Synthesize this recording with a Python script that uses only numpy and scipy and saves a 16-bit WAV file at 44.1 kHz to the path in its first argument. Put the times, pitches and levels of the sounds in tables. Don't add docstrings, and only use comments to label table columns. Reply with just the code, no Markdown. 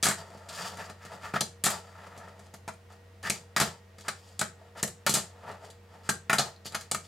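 import sys
import numpy as np
from scipy import signal
from scipy.fft import rfft, irfft, next_fast_len
from scipy.io import wavfile

SR = 44100
rng = np.random.default_rng(int(sys.argv[2]) if len(sys.argv) > 2 else 0)


def gain_from_db(level_db):
    decades = np.asarray(level_db, float) / 20
    return 10 ** decades


def dump(signal):
    limited = np.clip(np.atleast_2d(signal).T, -1, 1)
    pcm = np.round(limited * 32767).astype(np.int16)
    wavfile.write(sys.argv[1], SR, pcm)


N = 311787

# (frequency [Hz], width [Hz], level [dB])
TABLE_MODES = [(110, 37, -16), (150.3, 31.6, -3.5), (175.7, 30.3, 1), (230, 150, -19), (387, 117, -1.5)]
# (frequency [Hz], width [Hz], level [dB])
DECK_MODES = [(399, 38, -8), (639.5, 73, 4), (880, 119, 2.5), (1091, 207, 3), (1320, 238, 8),
              (1500, 258, 8), (1710, 280, 7), (2065, 333, 9), (2205, 596, 8), (3020, 1400, -28)]
# (frequency [Hz], width [Hz], level [dB])
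AXLE_MODES = [(3180, 1010, -2.5), (4130, 155, -3), (4590, 380, -3.5), (5770, 1100, 1.5), (6405, 670, 1.5),
              (7300, 950, 7), (7850, 1990, 8.5), (9930, 3100, 6.5), (11520, 2670, 3), (14100, 3000, -23.5)]
# (time [s], axle level [dB], deck level [dB re axle], deck pitch [Hz], axle pitch [Hz])
TAP_EVENTS = [(0.3026, -50, 1, 600, 3640), (0.3736, -49.5, -19, 1090, 3670),
              (0.489, -32.5, -13, 1310, 3500), (0.7714, -40, -3.5, 1560, 7220),
              (0.898, -39.5, -1.5, 1330, 4060), (1.051, -41, -1.5, 1710, 5230),
              (1.2431, -48, -1, 1330, 3780), (2.0693, -48.5, -1, 875, 4590), (2.1655, -55, 11, 902, 3840),
              (2.177, -41.5, -1.5, 641, 7200), (2.2836, -50.5, 6, 867, 3580), (2.3932, -48, 3, 640, 6170),
              (2.462, -52, -1, 660, 4490), (2.54, -39.5, -3.5, 649, 6450), (2.737, -53, -7, 860, 8400),
              (2.9213, -51.5, -13, 797, 4640), (3.984, -43, -4.5, 1810, 4570),
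              (4.0088, -39.5, -14, 1430, 4080), (4.775, -42, -5, 1310, 4830),
              (5.5146, -43.5, -8, 880, 4080), (5.7018, -40, -21, 1335, 3750),
              (6.7222, -38.5, -6, 686, 4130)]


def rms_one(x):
    return x / np.sqrt(np.mean(x ** 2) + 1e-20)


def at_hz(points, hz):
    point_hz, value = np.transpose(points)
    return np.interp(np.log(hz), np.log(point_hz), value)


def drift(rate_hz):
    step, settle = 40, 2000
    r = np.exp(-2 * step * np.pi * rate_hz / SR)
    noise = rng.standard_normal(N // step + settle + 2)
    slow = signal.lfilter([1], [1, -2 * r, r * r], noise)[settle:]
    return np.interp(np.arange(N) / step, np.arange(len(slow)), rms_one(slow))


def resonance(x, hz, width_hz):
    r, w = np.exp(-np.pi * width_hz / SR), 2 * np.pi * hz / SR
    return signal.lfilter([0.5, 0, -0.5], [1, -2 * r * np.cos(w), r * r], x + 1e-18)


def grains(shape, per_s, spread_db):
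    sizes = gain_from_db(spread_db * np.minimum(rng.exponential(1, shape), 4))
    return sizes * rng.choice([-1, 1], shape) * (rng.random(shape) < per_s / SR)


def stereo_noise(length, shape_of):
    # (frequency [Hz], likeness
    likeness = [(60, 0.96), (190, 1), (290, 0.54), (600, .6), (1500, 0.51), (5000, 0.53), (9000, 0.3),
                (11000, 0.2), (12500, 0.92)]
    hz = np.maximum(np.fft.rfftfreq(length, 1 / SR), 1)
    mid, side = rfft(rng.standard_normal((2, length)))
    alike = np.clip(at_hz(likeness, hz), 0, 1)
    pair = np.sqrt(1 + alike) * mid + np.sqrt(1 - alike) * side * [[1], [-1]]
    return shape_of(pair, hz)


def knocks(places):
    # (time [s], axle level [dB], deck level [dB re axle], deck pitch [Hz], axle pitch [Hz])
    landings = [(0.0273, -14.5, -12, 2220, 6470), (0.033, -13, -8, 2140, 4090),
                (0.0409, -15, -26, 1400, 7680), (0.0558, -15.5, -6, 1400, 8420),
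                (0.0665, -17, -3, 1420, 5830), (0.0858, -16.5, -5, 1470, 8270),
                (0.1103, -24, 0, 1720, 9090), (1.6387, -13, -11, 1800, 9900),
                (1.6514, -16.5, -22, 2390, 6740), (1.6583, -16.5, -11, 1210, 9120),
                (1.6641, -17.5, 0, 1320, 7850), (1.7011, -24.5, -3, 686, 8000),
                (3.5636, -16, 0.5, 1710, 4730), (3.6003, -13.5, -4, 1280, 6500),
                (3.6116, -15, -3.5, 781, 3640), (5.0647, -13, -2, 1320, 4130),
                (5.0943, -13.5, -27, 1390, 6800), (5.1396, -12, -20, 1300, 7550),
                (5.1511, -14, -10.5, 1380, 7130), (5.1682, -20.5, -4.5, 860, 8390),
                (6.2971, -24, 9.5, 1800, 6500), (6.33, -16.5, 1, 1380, 8020),
                (6.3839, -12.5, -9.5, 1310, 4030), (6.3937, -18.5, -0.5, 675, 4390)]
    # (time [s], axle level [dB], deck level [dB re axle], deck pitch [Hz], axle pitch [Hz])
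    pops = [(1.3372, -41, 13, 1280, 4070), (1.4074, -14, -11, 650, 5800), (2.6777, -35, 2, 1200, 7300),
            (2.6845, -39, 8, 875, 6000), (3.2284, -37, -5, 1120, 4230), (3.2983, -16, -14, 700, 7360),
            (4.0826, -22, -1.5, 1400, 4560), (4.3926, -19, -15, 1850, 7500),
            (4.4116, -19.5, -0.5, 1200, 6170), (4.4204, -34, -2, 1780, 3840),
            (4.8284, -17, -9.5, 600, 7100), (4.877, -31, -7, 680, 7740), (6.0906, -18, -9, 1000, 7950),
            (6.0935, -18, -8.5, 900, 7580), (6.6548, -39.5, -3, 1960, 4600), (6.6614, -35, -20, 651, 4150),
            (6.7474, -20.5, -3, 1360, 4850), (6.8096, -34, -16, 1920, 4910), (6.9132, -16, -9, 606, 8260),
            (6.9452, -22, -5, 1270, 7500)]
    # (events, chatter decay [s], size of first click)
    kinds = (landings, 0.016, 1.37), (pops, 0.008, 0.6), (TAP_EVENTS, 0.0101, 1.2)
    contacts = sorted((*row, *manner) for rows, *manner in kinds for row in rows)

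    age = np.arange(SR // 8) / SR
    chatter_rise_s = 0.0006
    chatter = 0.36 * grains((len(contacts), len(age)), per_s=5000, spread_db=2.5)
    chatter = chatter * (1 - np.exp(-age / chatter_rise_s))
    detune = 1 + 0.015 * rng.standard_normal((len(contacts), len(DECK_MODES) + len(AXLE_MODES)))
    out = np.zeros((places, N + len(age)))
    for n, (s, axle_db, deck_db, deck_hz, axle_hz, decay_s, first) in enumerate(contacts):
        blows = first * (age == 0) + chatter[n] * np.exp(-age / decay_s)
        modes = [(hz, w, db + deck_db - 4.7 * abs(np.log2(hz / deck_hz))) for hz, w, db in DECK_MODES]
        modes += [(hz, w, db - 3.64 * abs(np.log2(hz / axle_hz))) for hz, w, db in AXLE_MODES]
        start = round(s * SR)
        for k, (hz, w, db) in enumerate(modes):
            ring = rms_one(resonance(blows, hz * detune[n, k], w))
            out[n % places, start:start + len(age)] += (-1) ** k * gain_from_db(axle_db + db - 28.5) * ring
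    return out[:, :N]


def touches():
    # (time [s], peak level [dB], frequency [Hz])
    hard_touches = [(0.0289, -18, 6200), (0.0349, -21, 4200), (0.0560, -14, 8300), (0.0562, -18, 1500),
                    (0.0711, -19, 1600), (0.0857, -22, 8400), (0.0975, -25, 1300), (0.1240, -28, 1000),
                    (0.4990, -36, 3500), (1.3714, -24, 1200), (1.4094, -19, 4000), (1.6410, -19, 12000),
                    (1.6520, -19, 6700), (1.6607, -18, 3500), (1.6662, -17, 1100), (1.7049, -30, 12500),
                    (2.4015, -50, 700), (2.4000, -52, 5500), (2.4684, -55, 5500), (2.5397, -41, 7000),
                    (2.6787, -27, 900), (2.6848, -26, 900), (2.7385, -52, 8500), (3.2990, -15, 7500),
                    (3.3034, -23, 7200), (3.3030, -14, 2300), (3.5638, -17, 1050), (3.5667, -15, 1250),
                    (3.5720, -14, 1900), (3.6004, -16, 1300), (3.6006, -18, 7000), (3.6120, -15, 1900),
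                    (3.6233, -21, 900), (4.0842, -21, 1400), (4.4139, -17, 1300), (4.4215, -26, 1800),
                    (4.8286, -17, 6800), (4.8298, -15.5, 7800), (4.8349, -17, 1800), (4.8405, -22, 7100),
                    (4.8450, -23, 600), (5.0645, -21, 12500), (5.0974, -19, 7200), (5.0960, -24, 12500),
                    (5.1396, -15, 7000), (5.1471, -18, 7500), (5.1504, -16, 6500), (5.1420, -25, 13000),
                    (6.0921, -19, 1500), (6.0925, -16.5, 7400), (6.2986, -15, 1250), (6.3023, -20, 2450),
                    (6.3326, -15, 1250), (6.3355, -20, 8000), (6.3899, -18, 4250), (6.3959, -18, 6000),
                    (6.6700, -34, 7100), (6.6640, -33, 11500), (6.9146, -21, 7700), (6.9476, -23, 1300)]
    sharpness = 5.0
    tilt_db_per_octave = 3.0
    click = np.arange(SR // 20) == 0
    out = np.zeros(N + len(click))
    for s, db, hz in hard_touches:
        ring = resonance(resonance(click, hz, hz / sharpness), hz, hz / 1.5)
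        gain = gain_from_db(db + tilt_db_per_octave * np.log2(hz / 9000))
        start = round(s * SR)
        out[start:start + len(click)] += gain * ring / np.abs(ring).max()
    return out[:N]


def rings():
    # (time [s], peak level [dB], frequency [Hz])
    deck_rings = [(0.0677, -14, 1400), (1.3428, -19.5, 1320), (1.3665, -24.5, 1300), (4.0811, -24, 1410),
                  (4.4154, -19, 1510), (6.0907, -17, 1320), (6.2965, -19, 1300), (6.33, -14, 1370),
                  (6.7464, -20, 1400), (6.9476, -27, 1280)]
    # (time [s], peak level [dB], frequency [Hz])
    nose_rings = [(1.3554, -26.5, 1700), (4.4129, -29, 1430), (6.0933, -16.5, 1590), (6.2969, -16, 2378)]
    # (time [s], peak level [dB], frequency [Hz])
    axle_rings = [(1.4105, -33, 4180), (6.3844, -11.5, 4130), (6.563, -42, 4200), (6.657, -31, 4520),
                  (6.663, -41, 4160), (6.7241, -39, 4020)]
    kinds = (deck_rings, 114), (nose_rings, 49), (axle_rings, 149)   # (events, width [Hz])
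    age = np.arange(SR // 8) / SR
    out = np.zeros(N + len(age))
    for rows, width_hz in kinds:
        for s, db, hz in rows:
            chatter = 0.3 * grains(len(age), per_s=800, spread_db=2.2) * np.exp(-age / 0.006)
            start = round(s * SR)
            out[start:start + len(age)] += gain_from_db(db - 5.5) * resonance((age == 0) + chatter, hz, width_hz)
    return out[:N]


def thuds():
    # (time [s], peak level [dB])
    heavy = [(0.03, -33.5), (0.055, -32), (0.067, -31), (0.087, -28), (0.35, -47.5), (1.339, -29),
             (1.411, -30.5), (1.64, -32.5), (1.666, -28.5), (2.678, -38.5), (3.299, -30.5), (3.566, -31.5),
             (3.602, -31), (3.615, -23.5), (4.082, -39.5), (4.394, -41), (4.415, -31.5), (4.83, -28),
             (5.065, -32), (5.095, -27.5), (5.141, -29), (5.171, -33), (6.0915, -27.5), (6.297, -30.5),
             (6.331, -27.5), (6.386, -31), (6.394, -29), (6.656, -42.5), (6.748, -38.5), (6.917, -37),
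             (6.945, -37)]
    tap_push_db, softness_hz = -4.5, 900
    taps = [(s, axle_db + min(deck_db, 0) + tap_push_db) for s, axle_db, deck_db, *_ in TAP_EVENTS]
    s, db = np.transpose([*heavy, *taps])
    pushes = np.zeros(N)
    pushes[np.round(s * SR).astype(int)] = gain_from_db(db - 3.5)
    soften = signal.butter(2, softness_hz, fs=SR, output="sos")
    pushes = signal.sosfilt(soften, pushes + 1e-18)
    return sum(gain_from_db(db) * resonance(pushes, hz, w) for hz, w, db in TABLE_MODES)


def strokes():
    # (peak time [s], time to fall 20 dB [s], rumble level [dB], hiss level [dB], deck pitch [Hz])
    pushes = [(0.34, 0.5, -52.5, -60.5, 800), (0.72, 0.08, -44.5, -60, 700), (0.81, 0.11, -41, -46.5, 1180),
              (0.904, .06, -48, -54, 900), (1.05, 0.15, -50, -56, 1370), (1.13, 0.07, -40.5, -49.5, 833),
              (1.25, 0.09, -41, -46, 1240), (1.87, 0.2, -54, -60.5, 900), (2.01, 0.36, -50, -62, 990),
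              (2.24, .27, -52.5, -65, 830), (2.42, .12, -63, -61, 702), (2.544, 0.02, -47.5, -57, 790),
              (3.76, 0.04, -60, -62, 600), (4.0, 0.05, -58.5, -56, 1010), (4.18, 0.14, -69, -56.5, 780),
              (4.28, 0.15, -65, -55.5, 763), (4.62, .15, -58, -67, 694), (5.39, 0.3, -57.5, -67, 820),
              (5.49, 0.12, -40.5, -58, 793), (5.65, 0.09, -48, -52.5, 700), (5.945, 0.14, -51.5, -63, 790),
              (6.74, 0.06, -47, -57, 1000), (6.815, 0.06, -53, -48, 1620), (7.05, .05, -66, -54, 957)]
    # (peak time [s], rumble level [dB], hiss level [dB])
    skids = [(0.185, -44.5, -46), (1.71, -35.5, -34.5), (2.905, -55.5, -61), (3.315, -46, -39),
             (3.65, -40.5, -39), (5.19, -48, -40), (6.45, -46.5, -47)]
    # (start [s], end [s], rumble level [dB], hiss level [dB], deck pitch [Hz])
    drags = [(0.486, 0.766, -40, -36, 1150), (1.337, 1.394, -31, -43, 1290), (3.235, 3.31, -31, -40, 1700),
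             (4.037, 4.1, -45.5, -52, 1150), (4.751, 4.79, -46, -70, 900), (4.767, 4.827, -44, -45, 1200),
             (6.034, 6.113, -50, -51, 1350), (6.647, 6.7, -51, -41, 830)]
    rise_share, swell_power = 0.61, 1.29
    skid_rise_s, skid_fall_s, skid_hz = 0.017, 0.1, 900
    drag_peak_share, drag_rise, drag_fall = 0.51, 1.83, 0.99

    rows = [(0, s, N / SR, rise_share * fall_s, fall_s, *rest) for s, fall_s, *rest in pushes]
    rows += [(0, s, N / SR, skid_rise_s, skid_fall_s, *rest, skid_hz) for s, *rest in skids]
    for start_s, end_s, *rest in drags:
        s = start_s + drag_peak_share * (end_s - start_s)
        rows += [(start_s, s, end_s, drag_rise * (s - start_s), drag_fall * (end_s - s), *rest)]
    now = np.arange(0, N, 64) / SR
    start_s, s, end_s, rise_s, fall_s, rumble_db, hiss_db, hz = np.transpose(rows)[:, :, None]
    away = np.where(now < s, (s - now) / rise_s, (now - s) / fall_s)
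    off_table = (now < start_s) | (now > end_s)
    swell_db = np.maximum(-20 * away ** swell_power - 100 * off_table, -200)
    rumble_power, hiss_power = gain_from_db(2 * (rumble_db + swell_db)), gain_from_db(2 * (hiss_db + swell_db))
    deck_hz = (rumble_power * hz).sum(axis=0) / rumble_power.sum(axis=0)
    return now, np.sqrt(rumble_power.sum(axis=0)), np.sqrt(hiss_power.sum(axis=0)), deck_hz


def rolling():
    now, rumble, hiss, deck_hz = strokes()
    dulling_db_per_octave, knee_hz = 5, 4810
    loose_hz, loose_width_hz, loose_db = 4100, 220, -9.0

    def smooth(control):
        return np.interp(np.arange(N) / SR, now, control)

    def grit(per_s):
        return grains(N, per_s, spread_db=2.77) * gain_from_db(2.0 * drift(25.0))

    dull, sharp = grit(3600), grit(5000)
    table = sum(gain_from_db(db) * resonance(dull, hz, w) for hz, w, db in TABLE_MODES)
    deck, axles = np.zeros(N), np.zeros(N)
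    for k, (hz, w, db) in enumerate(DECK_MODES):
        octaves = np.log2(hz / deck_hz)
        gain = smooth(gain_from_db(db - 5.1 * abs(octaves) - 1.7 * octaves ** 2))
        deck += (-1) ** k * gain * rms_one(resonance(dull, hz, 1.19 * w))
    for k, (hz, w, db) in enumerate(AXLE_MODES):
        gain = gain_from_db(db - dulling_db_per_octave * max(np.log2(hz / knee_hz), 0))
        axles += (-1) ** k * gain * rms_one(resonance(sharp, hz, 1.26 * w))
    axles = rms_one(axles) + gain_from_db(loose_db) * rms_one(resonance(sharp, loose_hz, loose_width_hz))
    body = gain_from_db(-3.5) * rms_one(deck) + gain_from_db(-14.0) * rms_one(table)
    return smooth(rumble) * body + smooth(hiss) * gain_from_db(-8.0) * rms_one(axles)


def room(x):
    # (frequency [Hz], T60 [s])
    t60 = [(100, 0.26), (130, 0.3), (185, 0.19), (300, 0.27), (800, 0.21), (2000, 0.23), (6500, 0.25),
           (12000, 0.15)]
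    length = SR // 2
    age = np.arange(length) / SR

    def decay(pair, hz):
        edges = 50 * 2 ** np.arange(0, 9.1, 0.25)
        return sum(irfft(pair * (hz >= low) * (hz < high), length) * gain_from_db(-60 * age / at_hz(t60, low * 0.88))
                   for low, high in zip(edges, edges[1:]))

    tail = stereo_noise(length, decay) * np.clip(age / 0.0013, 0, 1)
    tail = tail / np.sqrt(np.sum(tail ** 2) / 2)
    return signal.fftconvolve(x[None], tail, axes=1)[:, :N]


def background():
    # (frequency [Hz], density [dB per Hz])
    air_curve = [(15, -58), (25, -11), (83, -6.5), (125, -13.5), (202, -12), (266, -18.5), (422, -14.5),
                 (470, -12.5), (524, -15.5), (651, -16), (1060, -20), (1930, -22.5), (8140, -36),
                 (15200, -44), (16500, -50)]
    # (frequency [Hz], rms level [dB])
    hum_lines = [(91.5, -56), (199.2, -70.5), (473.7, -66.5), (651.4, -75.5), (888.2, -82.5), (1771, -98),
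                 (1884, -76.5), (1992, -95)]
    length = next_fast_len(N)

    def colour(pair, hz):
        return irfft(pair * gain_from_db(at_hz(air_curve, hz)) * (hz > 20), length)

    air = stereo_noise(length, colour)[:, :N]
    wander_s = np.cumsum(0.00406 * drift(1.415)) / SR
    motor_s = np.arange(N) / SR + wander_s
    hum = np.zeros(N)
    for hz, db in hum_lines:
        level = gain_from_db(db + 1.5 + 1.4 * drift(5.2))
        hum += level * np.sin(2 * np.pi * (hz * motor_s + rng.random()))
    return gain_from_db(-62.5) * rms_one(air) + hum


def scene():
    board = knocks(places=3)
    board[0] += rolling()
    board[1] += rings()
    board[2] += touches()
    walls = sum(room(place) for place in board)
    table = thuds()
    pan = gain_from_db([[0.6], [-0.6]])
    board_heard = (board.sum(axis=0) + gain_from_db(-5.5) * walls) * pan
    return board_heard + table + gain_from_db(-2.0) * room(table) + background()


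def band_limit(x):
    return signal.sosfilt(signal.butter(12, 16620, fs=SR, output="sos"), x)


def record(dry):
    bass_cut = signal.butter(2, 70.0, "high", fs=SR, output="sos")
    top_cut = signal.cheby2(16, 60, 16650, fs=SR, output="sos")
    heard = signal.sosfilt(bass_cut, dry)
    limited = 0.54 * np.tanh(heard / 0.38)
    return band_limit(signal.sosfilt(top_cut, limited))


dry = scene()
out = record(dry)
dump(out)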